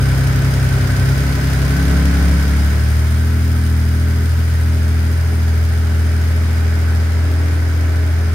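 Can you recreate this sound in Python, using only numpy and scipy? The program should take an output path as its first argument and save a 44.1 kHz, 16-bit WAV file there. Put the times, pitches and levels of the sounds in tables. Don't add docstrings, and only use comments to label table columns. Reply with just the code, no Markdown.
import sys
import numpy as np
from scipy import signal
from scipy.fft import rfft, irfft
from scipy.io import wavfile
from scipy.ndimage import uniform_filter1d

SR = 44100
rng = np.random.default_rng(int(sys.argv[2]) if len(sys.argv) > 2 else 0)


def to_wav(s):
    ch = np.atleast_2d(s).T
    pcm = np.round(np.clip(ch, -1, 1) * 32767)
    wavfile.write(sys.argv[1], SR, pcm.astype(np.int16))


N = 367794
T = np.arange(N) / SR
HZ = np.fft.rfftfreq(N, 1 / SR)
CYLINDERS = 6


def amp(db):
    return 10 ** (np.asarray(db) / 20)


def unit_power(x):
    return x / np.sqrt(np.mean(abs(x) ** 2) + 1e-20)


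def curve(rows):
    return np.interp(T, *np.transpose(rows))


def spell(start_s, end_s, fade_s=0.049):
    return np.clip(np.minimum(T - start_s, end_s - T) / fade_s + .5, 0, 1)


def drift(rate_hz):
    steps = N // 64 + 2
    hz = np.fft.rfftfreq(steps, 64 / SR)
    slow = irfft(rfft(rng.standard_normal(steps)) / (1 + (hz / rate_hz) ** 2), steps)
    return np.interp(T, np.linspace(0, T[-1], steps), unit_power(slow))


def microphone():
    # time_s, closeness_db
    path = [(0.0, -1), (1.3, -0.5), (2.15, 0.1), (2.7, -2), (3.4, -5), (5.7, -5), (6.6, -4), (8.34, -5)]
    return curve(path), np.interp(T, [3.7, 8], [0, 1])


def heard_db(layer):
    levels = {"puffs": (-35, 1.37, 1.9), "casing": (-32.5, 1, 0.26), "fin": (-39, 1.72, 0.8),
              "valves": (-38, 1.0, -1.3), "chain": (-45.5, 0.37, -4), "ring": (-48.2, 0.48, -4.8)}
    close_db, slope, above_tank_db = levels[layer]
    closeness_db, height = microphone()
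    return close_db + slope * closeness_db + above_tank_db * height


def blows(count, size, rise_s, decay_s):
    whole = np.floor(count)
    power = (np.diff(whole, prepend=whole[0]) > 0) * size ** 2
    for seconds in (rise_s, decay_s):
        power = signal.lfilter([1], [1, -np.exp(-1 / (seconds * SR))], power)
    return power / power.mean()


def cycle_noise(firings):
    grid = np.arange(1024) / 1024
    return unit_power(np.interp(firings / CYLINDERS, grid, rng.standard_normal(len(grid)), period=1))


def resonate(power, spectrum, modes, band_hz, shared, ripple_db, repeating=0):
    noise = rng.standard_normal((3, N))
    stereo_noise = np.sqrt(shared) * noise[2] + np.sqrt(1 - shared) * noise[:2]
    bursts = np.sqrt(power) * (stereo_noise + repeating)
    hz, db = np.transpose(spectrum)
    ripple = uniform_filter1d(rng.standard_normal((2, len(HZ))), size=110)
    weak_modes = unit_power(uniform_filter1d(ripple, size=70))
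    gain = amp(np.interp(np.log(HZ + 1), np.log(hz), db) + ripple_db * weak_modes)
    for pitch_hz, width_hz, lift_db in modes:
        gain = gain * (1 + (amp(lift_db) - 1) / (1 + 2j * (HZ - pitch_hz) / width_hz))
    shaped = rfft(bursts) * gain
    in_band = (HZ > band_hz[0]) & (HZ < band_hz[1])
    return irfft(shaped, N) / irfft(shaped.mean(0) * in_band, N).std()


def tappets(firings, fast):
    # slow_idle_db, fast_idle_db
    strengths = [(2.5, 2), (5, 4), (0, 0), (6, 1.5), (-1, 2.5), (7, 3.5)]
    cam = firings - .52
    which = np.floor(cam + .5).astype(int) % CYLINDERS
    slow_db, fast_db = np.array(strengths)[which].T
    size = amp(slow_db + fast * (fast_db - slow_db) + 1.3 * rng.standard_normal(N))
    return blows(cam + .07 * drift(60), size, rise_s=0.001, decay_s=0.0068)


def valve_gear(firings, fast):
    # pitch_hz, relative_db
    casing_spectrum = [(600, -24.5), (1000, -10), (1170, -6.5), (1340, 1), (1550, 0), (1850, -1.5),
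                       (2200, -4.5), (2550, -11), (3300, -19.5), (6000, -47)]
    fin_spectrum = [(1300, -65), (1480, -20), (1512, -4), (1524, 0), (1536, -6.5), (1549, -1), (1575, -23),
                    (1800, -39.5)]
    valve_spectrum = [(1500, -34), (2300, -4.5), (3000, 1.5), (3800, 1), (4600, -0.5), (5700, -2.5),
                      (6450, -1), (7100, -4), (8400, -6.5), (10000, -12.5), (16000, -33)]
    chain_spectrum = [(4000, -25), (8000, -2), (9600, -0.5), (10300, 3), (11000, -0.5), (12500, 1.5),
                      (13700, 2.5), (15600, 0)]
    ring_spectrum = [(7500, -48), (8850, -12), (9060, -6), (9190, 0), (9340, -12), (9550, -12),
                     (11000, -48)]
    # pitch_hz, width_hz, lift_db
    casing_modes = [(1660, 17, 4.5), (2252, 31, 3.5)]
    valve_modes = [(2880, 35, 4.3), (5060, 420, 6.8)]
    chain_modes = [(11600, 200, 2.9), (13600, 300, 2)]

    taps = tappets(firings, fast)
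    links = np.cumsum(rng.random(N) < 400 / SR)
    clicks = taps * blows(links, amp(3.3 * rng.standard_normal(N)), rise_s=.0003, decay_s=.0009)
    knocks = 1 + 0.23 * tappets(firings, fast)
    casing = resonate(knocks, casing_spectrum, casing_modes, band_hz=(1200, 2400),
                      shared=0.04, ripple_db=2.0, repeating=0.11 * cycle_noise(firings))
    fins = resonate(knocks, fin_spectrum, [], band_hz=(1500, 1555),
                    shared=0.16, ripple_db=-2.5, repeating=0.2 * cycle_noise(firings))
    valves = resonate(1 + .5 * taps + 0.18 * clicks, valve_spectrum, valve_modes,
                      band_hz=(3000, 7000), shared=0.012, ripple_db=2.0)
    chain = resonate(1 + 0.81 * taps + .7 * clicks, chain_spectrum, chain_modes,
                     band_hz=(10000, 15000), shared=.02, ripple_db=-0.5)
    ring = resonate(1 + 2 * taps, ring_spectrum, [], band_hz=(9000, 9450), shared=0.04, ripple_db=2.5)

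    closeness_db, _ = microphone()
    pan_db = (1.35 - 0.28 * closeness_db) * np.array([[.5], [-.5]])
    fin_db = heard_db("fin") + drift(rate_hz=5.6)
    ring_db = heard_db("ring") + drift(rate_hz=5.6)
    return ((casing * amp(heard_db("casing")) + fins * amp(fin_db)) * amp([[-.8], [.8]])
            + valves * amp(heard_db("valves") + 1.43 * pan_db)
            + chain * amp(heard_db("chain") + pan_db)
            + ring * amp(ring_db))


def gas_puffs(firings):
    # pitch_hz, relative_db
    spectrum = [(15, -6), (35, -2), (60, 4), (110, 7), (200, 7.5), (310, 3), (480, -1.5), (610, -2),
                (780, -3.5), (1000, -5), (1500, -16.5), (3000, -54)]
    # pitch_hz, width_hz, lift_db
    pipe_modes = [(418, 53, 3.5), (563, 39, 2.5), (620.5, 25, 5)]
    size = amp(2 * rng.standard_normal(N))
    power = 1 + 0.93 * blows(firings, size, rise_s=0.0012, decay_s=0.006)
    gas = resonate(power, spectrum, pipe_modes, band_hz=(450, 1000),
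                   shared=0.23, ripple_db=2.0, repeating=0.19 * cycle_noise(firings))
    middle = gas.mean(0)
    sides = irfft(rfft(gas - middle) * HZ ** 2 / (HZ ** 2 + 180 ** 2), N)
    return amp(heard_db("puffs")) * (middle + sides) * amp([[.3], [-.3]])


def order_tone(firings, order, flutter, flutter_hz, lag, left_lead):
    shake = 1 + flutter * (drift(flutter_hz) + 1j * drift(flutter_hz))
    angle = 2 * np.pi * round(order) * firings / CYLINDERS - lag
    ear_shift = left_lead * np.array([[.5], [-.5]])
    return -np.sqrt(2) * (unit_power(shake) * np.exp(1j * (angle + ear_shift))).real


def order_stack(firings, stage, table, flutter):
    total = 0
    for order, *levels_db in table:
        gain = amp(np.interp(stage, np.arange(len(levels_db)), levels_db))
        total += gain * order_tone(firings, order, flutter, flutter_hz=10.4,
                                   lag=2 * np.pi * rng.random(), left_lead=0.31 * rng.standard_normal())
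    return total


def exhaust(firings, firing_hz, stage, fast):
    # pitch_hz, level_db
    pipe_response = [(65, -21), (67.5, -18), (70.5, -12.5), (82, -14), (98.5, -19), (105.5, -33),
                     (113, -20.5), (123, -23), (133, -16), (140, -24), (163, -37.5)]
    # order, slow_idle_db, speeding_up_db, fast_idle_db, thin_spell_db
    hum_orders = [(15, -2.5, -1.5, -2.5, -14), (18, -8, -11.5, -4.5, -6), (21, -9.5, -10, -7.5, -1.5),
                  (24, -4.5, -6.5, -17.5, -18)]
    throb_orders = [(3, -52, -49, -44.5, -54), (4, -42, -45, -41.5, -39), (5, -43, -48, -54, -56),
                    (7, -48, -33, -54, -54), (8, -25.5, -33.5, -33, -32), (10, -37, -34, -47, -42),
                    (11, -42, -34, -42, -45), (14, -38, -29, -49, -50), (17, -66, -52, -48, -54),
                    (20, -67, -45, -61, -59), (23, -40, -43, -62, -50), (27, -44, -50, -50, -45),
                    (30, -49.5, -46.5, -40.5, -41.5), (33, -46, -42, -53, -57),
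                    (36, -38, -40, -54.5, -48.5), (39, -58, -45, -68, -58), (46, -48, -65, -64, -47.5),
                    (51, -44.5, -57, -55.5, -55), (70.6, -64, -68, -55, -55)]
    # slow_idle_db, speeding_up_db, fast_idle_db, thin_spell_db
    hum_levels = [-28, -23, -27.5, -26.5]
    # start_s, length_s, change_db
    hum_shifts = [(1.72, 0.65, 2.5), (2.75, 0.36, -3.5), (4.278, 0.085, -19), (4.415, 0.22, -7),
                  (5.155, 0.13, -11), (5.56, 0.21, -5), (8.11, 0.053, -8)]

    _, height = microphone()
    response = np.transpose(pipe_response)
    firing_db = np.interp(firing_hz, *response)
    beat_db = np.interp(1.5 * firing_hz, *response) - 8.5 * height
    octave_db = np.interp(2 * firing_hz, *response) - 5 * height
    uneven = 1 + 1.3 * (1 - fast)
    octave_lag = np.interp(stage, [0, 1], [2.7, .8])
    firing = order_tone(firings, 6, 0.044 * uneven, flutter_hz=5.9, lag=0, left_lead=0.21)
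    beat = order_tone(firings, 9, 0.063 * uneven, flutter_hz=16, lag=-0.5, left_lead=0.11)
    octave = order_tone(firings, 12, 0.064 * uneven, flutter_hz=9.9, lag=octave_lag, left_lead=0.28)
    drone = amp(firing_db) * firing + amp(beat_db) * beat + amp(octave_db) * octave

    shift_db = sum(change_db * spell(start, start + length) for start, length, change_db in hum_shifts)
    hum_db = np.interp(stage, [0, 1, 2, 3], hum_levels) - 6.5 * height + shift_db
    hum = amp(hum_db) * order_stack(firings, stage, hum_orders, flutter=.055 * uneven)
    half = len(throb_orders) // 2
    low_throb = order_stack(firings, stage, throb_orders[:half], flutter=0.16)
    high_throb = order_stack(firings, stage, throb_orders[half:], flutter=.15)
    throb = low_throb + high_throb * amp(0.39 * shift_db)
    return drone * amp([[.3], [-.3]]) + (hum + throb) * amp([[.8], [-.8]])


def scene():
    # time_s, firing_hz
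    speed = [(0.0, 66.43), (0.45, 66.36), (1.0, 65.06), (1.25, 68.17), (1.62, 67.48), (1.85, 69.26),
             (2.5, 71.19), (3.3, 81.42), (3.55, 81.2), (3.8, 80.07), (4.35, 82.38), (5.0, 81.01),
             (5.22, 82.89), (5.4, 81.6), (6.2, 81.68), (7.05, 81.96), (7.4, 82.65), (8.34, 82.27)]
    # slow_idle_hz, speeding_up_hz, fast_idle_hz
    stage_hz = [67.2, 69.7, 78.7]
    firing_hz = curve(speed)
    firings = np.cumsum(firing_hz) / SR - 0.12
    fast = np.interp(firing_hz, [stage_hz[0], stage_hz[-1]], [0, 1])
    thin_spell = spell(7.22, 8.12)
    stage = np.interp(firing_hz, stage_hz, [0, 1, 2]) + thin_spell
    return exhaust(firings, firing_hz, stage, fast) + gas_puffs(firings) + valve_gear(firings, fast)


def record(dry):
    lowpass = signal.firwin(601, 15750, window=("kaiser", 9), fs=SR)
    return signal.oaconvolve(dry, lowpass[None], "same")


dry = scene()
out = record(dry)
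to_wav(out)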